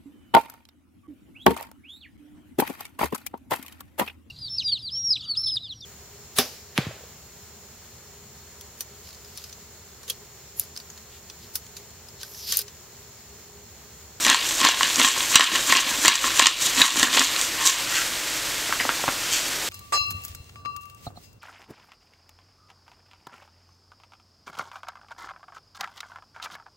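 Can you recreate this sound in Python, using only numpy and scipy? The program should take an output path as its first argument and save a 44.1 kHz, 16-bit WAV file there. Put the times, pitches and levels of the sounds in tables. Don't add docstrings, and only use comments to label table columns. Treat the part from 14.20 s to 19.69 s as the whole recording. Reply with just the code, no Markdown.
import sys
import numpy as np
from scipy import signal
from scipy.fft import rfft, irfft
from scipy.io import wavfile
from scipy.ndimage import uniform_filter1d, minimum_filter1d

SR = 44100
rng = np.random.default_rng(int(sys.argv[2]) if len(sys.argv) > 2 else 0)


def dump(signal):
    limited = np.clip(np.atleast_2d(signal).T, -1, 1)
    pcm = np.round(limited * 32767).astype(np.int16)
    wavfile.write(sys.argv[1], SR, pcm)


def level_to_linear(level):
    exponent = np.asarray(level, float) / 20
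    return 10 ** exponent


N = 242064

# frequency in Hz, density in dB per Hz.
SIZZLE_HZ_DB = [(240, -51), (420, -34), (545, -11), (640, -7.5), (1050, -3.5), (1700, -0.5), (3100, -1),
                (5200, -3), (7600, -3.5), (8700, -7.5), (10200, -12), (12500, -10.5), (14500, -14.5),
                (16000, -20)]
# frequency in Hz, density in dB per Hz.
KITCHEN_HZ_DB = [(12, -35), (20, -9.5), (114, -8.5), (213, -9.5), (328, 0), (353, -3.5), (380, -6.5),
                 (544, -4), (700, -8), (910, -54), (1540, -120)]
# frequency in Hz, level in dB.
HUM_HZ_DB = [(41, -58), (120, -59)]
# frequency in Hz, width in Hz, level in dB.
JAR_MODES = [(1048, 115, -0.5), (1560, 430, -6.5), (1683, 290, 0), (1845, 256, -2.5)]
# frequency in Hz, width in Hz, level in dB.
THRUM_MODES = [(258.3, 49, 4), (313, 144, -2), (424, 280, -5), (667, 900, -11)]
# frequency in Hz, width in Hz, level in dB.
BURR_MODES = [(2400, 580, -5.5), (2930, 190, -0.5), (3214, 285, -1), (3920, 910, -2.5), (4210, 350, 0),
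              (4770, 990, -17.5)]
# frequency in Hz, width in Hz, level in dB.
CORN_MODES = [(3710, 800, 0), (5984, 770, 5.5), (6560, 580, 7.5), (7240, 850, 8), (8330, 1800, 0.5),
              (12600, 2600, -8)]
# frequency in Hz, width in Hz, level in dB.
HOLLOW_MODES = [(1410, 290, 1.5), (1610, 140, 5.5), (1930, 140, 2), (2860, 230, -9)]
# start in seconds, length in seconds, rattle in dB.
SHAKES = [(0, .14, -26.5), (.26, 0.15, -27), (.44, 0.067, -28), (.62, 0.12, -28.5), (.80, 0.095, -24),
          (.99, 0.026, -28), (1.10, 0.16, -26.5), (1.35, 0.041, -29.5), (1.47, 0.13, -25.5),
          (1.70, .07, -30), (1.84, 0.017, -25), (1.94, 0.0068, -27), (2.05, 0.017, -26),
          (2.16, 0.099, -28.5), (2.43, 0.04, -24), (2.58, 0.1, -23.5), (2.76, 0.099, -27),
          (2.94, 0.031, -26), (3.015, 0.031, -23.5), (3.21, 0.017, -25.5), (3.46, 0.025, -21)]
# start in seconds, grinding length in seconds, burr in dB,
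# jar wall in dB, jar thrum in dB.
TWISTS = [(0.074, 0.036, -19.5, -21.5, -29.5), (0.418, 0.032, -20, -20, -31.5),
          (0.61, 0.064, -26.5, -30.5, -42), (0.802, 0.032, -20.5, -20, -29.5),
          (0.97, 0.026, -30.5, -31.5, -41), (1.147, 0.064, -20, -20, -37), (1.325, 0.025, -27, -28.5, -36),
          (1.499, 0.075, -22.5, -21.5, -33), (1.686, 0.033, -33, -32.5, -44),
          (1.857, 0.018, -19, -22, -31.5), (1.927, 0.023, -36, -34, -57), (2.044, 0.013, -25.5, -26, -38),
          (2.195, 0.042, -20, -24.5, -50), (2.417, 0.045, -27.5, -33, -45),
          (2.593, 0.02, -19, -18.5, -30.5), (2.755, 0.13, -26.5, -27.5, -36), (2.931, 0.076, -22, -24, -33),
          (3.14, 0.0068, -31, -32, -76), (3.4, 0.062, -30, -27.5, -56), (3.45, 0.069, -28.5, -35, -64)]
# start in seconds, jar wall in dB, burr in dB, snap in dB.
CRACKS = [(0.0491, -22, -11, -9), (0.0651, -10.5, -22, -7.5), (0.099, -12.5, -9, -2.5),
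          (0.145, -12.5, -10, -7.5), (0.449, -10.5, -14, -5), (0.4874, -15, -18, -7), (0.608, -9, -19, -25),
          (0.6308, -15, -9, -9), (0.7969, -13.5, -11, -9), (0.8463, -24, -9, -22), (1.1561, -7, 3, 9.5),
          (1.1953, -8.5, -12, -7), (1.2077, -6.5, -5, -14), (1.357, -17.5, -13.5, -13),
          (1.5236, -3, -17, -6), (1.5689, -27, -20, -5.5), (1.8491, -11, -16, -11),
          (1.8574, -12.5, -36, -7), (1.8802, -8.5, -2, 2.5), (2.0416, -14, -22, -28),
          (2.194, -21, -4.5, -1), (2.197, -5.5, -18, -13), (2.2577, -17, -3.5, -9), (2.2686, -14, -8, 1),
          (2.6168, -11, 2, -7), (2.796, -32, -29, -7.5), (2.8292, -10, -6, -6.5), (2.972, -10, -9.5, -13),
          (2.994, -25, -7, -6), (3.4731, -33, -15, -3)]
# start in seconds, burr in dB, snap in dB.
CHIPS = [(0.252, -20.5, -31), (0.3085, -17, -21), (0.402, -13, -17), (.4135, -16, -11), (0.4694, -8, -16),
         (.7, -24, -16), (0.758, -31, -9.5), (0.7835, -23, -23), (0.8143, -12, -27), (0.876, -19, -11),
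         (1.0046, -15.5, -23), (1.0985, -35, -19), (1.241, -17, -11), (1.4717, -34, -24), (1.501, -18, -23),
         (1.5509, -9, -27), (1.905, -24, -29), (1.9545, -25, -8), (2.167, -34, -14), (2.1738, -24, -15),
         (2.2193, -11.5, -19), (2.223, -7.5, -17), (2.4343, -32, -16), (2.4674, -21, -14),
         (2.771, -15, -25), (2.938, -22, -16), (3.0465, -25, -16), (3.1613, -15.5, -22), (3.213, -30, -7.5),
         (3.484, -33, -13)]
# time in seconds, peak in dB.
JERKS = [(.07, -24), (1.2, -27), (1.553, -30), (1.665, -30), (1.712, -30), (1.785, -31), (2.042, -28),
         (2.221, -24), (2.258, -34), (2.601, -22), (2.828, -20), (2.961, -28), (2.993, -25.5), (4.605, -32),
         (4.654, -27.5), (4.691, -30), (4.881, -23.5)]
# start in seconds, signed height, length in seconds.
THUMPS = [
    (1.1557, .22, .0026),
    (4.8797, -.09, .002),
    (4.8817, .06, .003),
    (4.8877, -.07, .002),
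]
# start in seconds, length in seconds, hollow rush in dB,
# rattle in dB.
TIPS = [
    (3.764, 0.012, -27, -24.5),
    (5.138, .02, -39, -24),
]
# start in seconds, peak in dB, pitch in Hz, t60 in seconds, scrape in dB.
CAP_KNOCKS = [(4.495, -18.5, 796, 0.0036, -6), (4.507, -27, 1330, 0.017, -5),
              (4.5247, -6.5, 920, 0.0037, -0.5), (4.534, -32, 1600, .015, -5), (4.595, -24, 2400, 0.039, 2),
              (4.600, -18, 1660, 0.017, 5), (4.6045, -18.5, 550, 0.011, 0), (4.608, -26, 4960, 0.02, -1.5),
              (4.61, -20, 1710, .04, 1), (4.617, -25, 1950, 0.007, -3), (4.652, -16.5, 620, 0.0043, 1.5),
              (4.6919, -6, 1250, 0.0031, -2), (4.699, -25, 1280, 0.075, 1), (4.795, -23.5, 503, .008, 0.5),
              (4.840, -17, 600, 0.0082, -2), (4.8794, -10, 675, 0.0092, 1.5),
              (4.888, -9.5, 860, 0.0033, -3), (5.38, -39, 543, 0.37, -1)]


def rms_one(x):
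    return x / np.sqrt(np.mean(x ** 2) + 1e-20)


def drift(rate_hz):
    r = np.exp(-2 * np.pi * rate_hz / SR)
    wander = signal.lfilter([1], [1, -2 * r, r * r], rng.standard_normal(N + 4000))
    return rms_one(wander[4000:])


def grains(per_s, spread_db):
    size_db = spread_db * np.minimum(rng.exponential(1, N), 4)
    sizes = level_to_linear(size_db) * rng.choice([-1, 1], N)
    return sizes * (rng.random(N) < per_s / SR)


def body(x, modes):
    out = 0
    for k, (hz, width_hz, db) in enumerate(modes):
        r = np.exp(-np.pi * width_hz / SR)
        b = [(1 - r * r) / 2, 0, (r * r - 1) / 2]
        a = [1, -2 * r * np.cos(2 * np.pi * hz / SR), r * r]
        out = out + (-1) ** k * level_to_linear(db) * signal.lfilter(b, a, x + 1e-18)
    return out


def coloured(x, spectrum):
    hz, db = np.transpose(spectrum)
    grid_hz = np.maximum(np.arange(N // 2 + 1) * SR / N, 1)
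    colour_db = np.interp(np.log(grid_hz), np.log(hz), db)
    return rms_one(irfft(rfft(x) * level_to_linear(colour_db), N))


def struck(clicks, modes, uneven_db):
    rung = 0
    for k, mode in enumerate(modes):
        hits = clicks * level_to_linear(uneven_db * rng.standard_normal(N))
        rung = rung + body(hits, [mode]) * (-1) ** k
    power = uniform_filter1d(rung ** 2, size=1300)
    return rms_one(rung / (power + 1e-9) ** 0.08)


def strokes(rows, rise_db_per_s, fade_db_per_s, jolt_db=0):
    sag_db_per_s, jolt_s = 12.5, 0.027
    t, power = np.arange(0, N, 32) / SR, 0
    for s, length_s, db in rows:
        age = np.maximum(t - s, 0)
        db = db - rise_db_per_s * np.maximum(s - t, 0) - sag_db_per_s * np.minimum(age, length_s)
        db = db - fade_db_per_s * np.maximum(age - length_s, 0) + jolt_db * np.exp(-age / jolt_s)
        power = power + level_to_linear(2 * db)
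    return np.interp(np.arange(N) / SR, t, np.sqrt(power))


def pan():
    level_db, pop_db = -29, 11.0
    fizz = grains(14000 * level_to_linear(1.2 * drift(20)), 2.2) * level_to_linear(0.3 * drift(6))
    pops = signal.lfilter([1, -0.7], [1], grains(45 * level_to_linear(1.3 * drift(2.7)), 2.4))
    return level_to_linear(level_db) * coloured(rms_one(fizz) + level_to_linear(pop_db) * pops, SIZZLE_HZ_DB)


def kitchen():
    rush_db = -43
    t = np.arange(N) / SR
    hum = sum(level_to_linear(db + 3) * np.sin(2 * np.pi * hz * t) for hz, db in HUM_HZ_DB)
    return level_to_linear(rush_db) * coloured(rng.standard_normal(N), KITCHEN_HZ_DB) + hum


def crushing():
    catch_db_per_s, jolt_db = 409, -3
    s, length_s, burr_db, wall_db, thrum_db = np.transpose(TWISTS)
    burr = strokes(zip(s, length_s, burr_db), catch_db_per_s, 91, jolt_db)
    wall = strokes(zip(s, length_s, wall_db), catch_db_per_s, 152, jolt_db)
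    thrum = strokes(zip(s, length_s, thrum_db), catch_db_per_s, 298)
    rattle = strokes(SHAKES, rise_db_per_s=246, fade_db_per_s=190)
    fractures = grains(450 * level_to_linear(4.0 * drift(60)), 2.9)
    grit = grains(750 * level_to_linear(4.0 * drift(60)), 2.3) + 0.45 * fractures
    ticks = grains(3500 * level_to_linear(5.4 * drift(60)), 3.1) + 0.43 * grit
    out = wall * struck(fractures, JAR_MODES, uneven_db=3.0)
    out = out + thrum * struck(fractures, THRUM_MODES, uneven_db=3.5)
    out = out + burr * struck(grit, BURR_MODES, uneven_db=2.0)
    return out + rattle * struck(ticks, CORN_MODES, uneven_db=3.5)


def cracks():
    chip_wall_db, uneven_db, snap_top_hz = -8.5, 1.36, 10300
    wall_modes = JAR_MODES + [(303, 105, -17.5), (600, 1100, -16.5)]
    # modes, splintering decay in seconds, crest in dB.
    parts = [(wall_modes, 0.0016, 3), (BURR_MODES, 0.0022, 3), (CORN_MODES, 0.0011, 3)]
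    chips = [(s, burr_db + chip_wall_db, burr_db, snap_db) for s, burr_db, snap_db in CHIPS]
    bursts = CRACKS + chips
    age, out = np.arange(1300) / SR, np.zeros(N)
    noise = rng.standard_normal((len(bursts), 3, len(age)))
    for (s, *levels_db), splinters in zip(bursts, noise):
        i = round(s * SR)
        chance = splinters[0, ::-1]
        for db, shock, (modes, last_s, crest_db) in zip(levels_db, splinters, parts):
            shock = np.r_[1.6, shock[1:]] * np.exp(-age / last_s)
            uneven = [(hz, width_hz, mode_db + uneven_db * z)
                      for (hz, width_hz, mode_db), z in zip(modes, chance)]
            ring = body(shock, uneven)
            out[i:i + len(age)] += level_to_linear(db + crest_db) * ring / abs(ring).max()
    return signal.lfilter(*signal.butter(2, snap_top_hz, fs=SR), out)


def jerks():
    s, db = np.transpose(JERKS)
    knocks = np.zeros(N)
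    knocks[(s * SR).astype(int)] = level_to_linear(db + 44.5)
    return body(signal.lfilter([0.1], [1, -0.9], knocks), THRUM_MODES)


def thumps():
    t, out = np.arange(N) / SR, 0
    for s, height, length_s in THUMPS:
        out = out + height * np.sin(np.pi * np.clip((t - s) / length_s, 0, 1)) ** 2
    return out


def sliding():
    rise_db_per_s, fade_db_per_s, burr_db = 179, 162, 8.0
    stream = grains(5000 * level_to_linear(3.0 * drift(45)), 4.9)
    hollow = rms_one(body(stream, HOLLOW_MODES))
    bright = rms_one(body(stream, CORN_MODES) + level_to_linear(burr_db) * body(stream, BURR_MODES))
    s, length_s, rush_db, rattle_db = np.transpose(TIPS)
    rush = strokes(zip(s, length_s, rush_db), rise_db_per_s, fade_db_per_s)
    rattle = strokes(zip(s, length_s, rattle_db), rise_db_per_s, fade_db_per_s)
    return rush * hollow + rattle * bright


def cap():
    out, age = np.zeros(N), np.arange(3000) / SR
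    puffs = rng.standard_normal((len(CAP_KNOCKS), len(age)))
    for (s, db, hz, t60_s, scrape_db), puff in zip(CAP_KNOCKS, puffs):
        swing = np.sin(2 * np.pi * hz * age) + 0.45 * np.sin(2 * np.pi * 2.0 * hz * age)
        push = -swing * np.tanh(age / 0.00016) * level_to_linear(5.5 - 60 * age / max(t60_s, 0.003))
        rub = body(body(puff, [(hz + 100, 800, 0)]), [(hz + 100, 1100, 0)])
        scrape = rms_one(rub) * level_to_linear(scrape_db - 1.5 - 60 * age / (t60_s + 0.01))
        i = round(s * SR)
        has_push = scrape_db < -1
        out[i:i + len(age)] += level_to_linear(db) * (push * has_push + scrape)
    return signal.lfilter(*signal.butter(1, 220, "high", fs=SR), out)


def echoes(x):
    tail_db, t60_s, gap_s = -11, 0.17, 0.003
    age = np.arange(6000) / SR
    tail = rng.standard_normal(len(age))[::-1] * level_to_linear(-60 * age / t60_s) * (age > gap_s)
    tail = signal.lfilter([1, -1], [1, -1.47, 0.51], tail)
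    tail = tail / np.sqrt(np.sum(tail ** 2))
    return x + level_to_linear(tail_db) * signal.fftconvolve(x, tail)[:N]


def lag(x, time_s):
    keep = np.exp(-1 / (time_s * SR))
    return signal.lfilter([1 - keep], [1, -keep], x)


def ducking(mono):
    threshold_db, slope, rest_gain_db, recover_db_per_s = -18.5, 1.01, 1, 125
    sense_s, attack_s, hold_s = 0.011, 0.012, 0.07
    level_db = 10 * np.log10(lag(mono ** 2, sense_s) + 1e-12)
    over_db = np.maximum(level_db - threshold_db, 0)
    half = round(hold_s * SR / 2)
    held_db = -minimum_filter1d(-over_db, size=2 * half + 1, origin=half)
    ramp_db = recover_db_per_s * np.arange(N) / SR
    recovering_db = np.maximum.accumulate(held_db + ramp_db) - ramp_db
    return level_to_linear(rest_gain_db - slope * lag(recovering_db, attack_s))


def scene():
    mill_duck_share = 0.25
    mill = echoes(crushing() + jerks() + sliding() + cracks() + cap()) + thumps()
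    gain = ducking(mill)
    mono = mill * gain ** mill_duck_share + gain * (pan() + kitchen())
    return np.array([mono, mono])


def band_limit(x):
    return signal.sosfilt(signal.butter(12, 16290, fs=SR, output="sos"), x)


def record(dry):
    cutoff_hz = 15700
    overloaded = 1.04 * dry / (1 + dry ** 4) ** 0.25
    steep = signal.ellip(10, 0.5, 60, cutoff_hz, fs=SR, output="sos")
    mix = np.clip(signal.sosfilt(steep, overloaded), -1, 1)
    return band_limit(mix)


dry = scene()
out = record(dry)
dump(out)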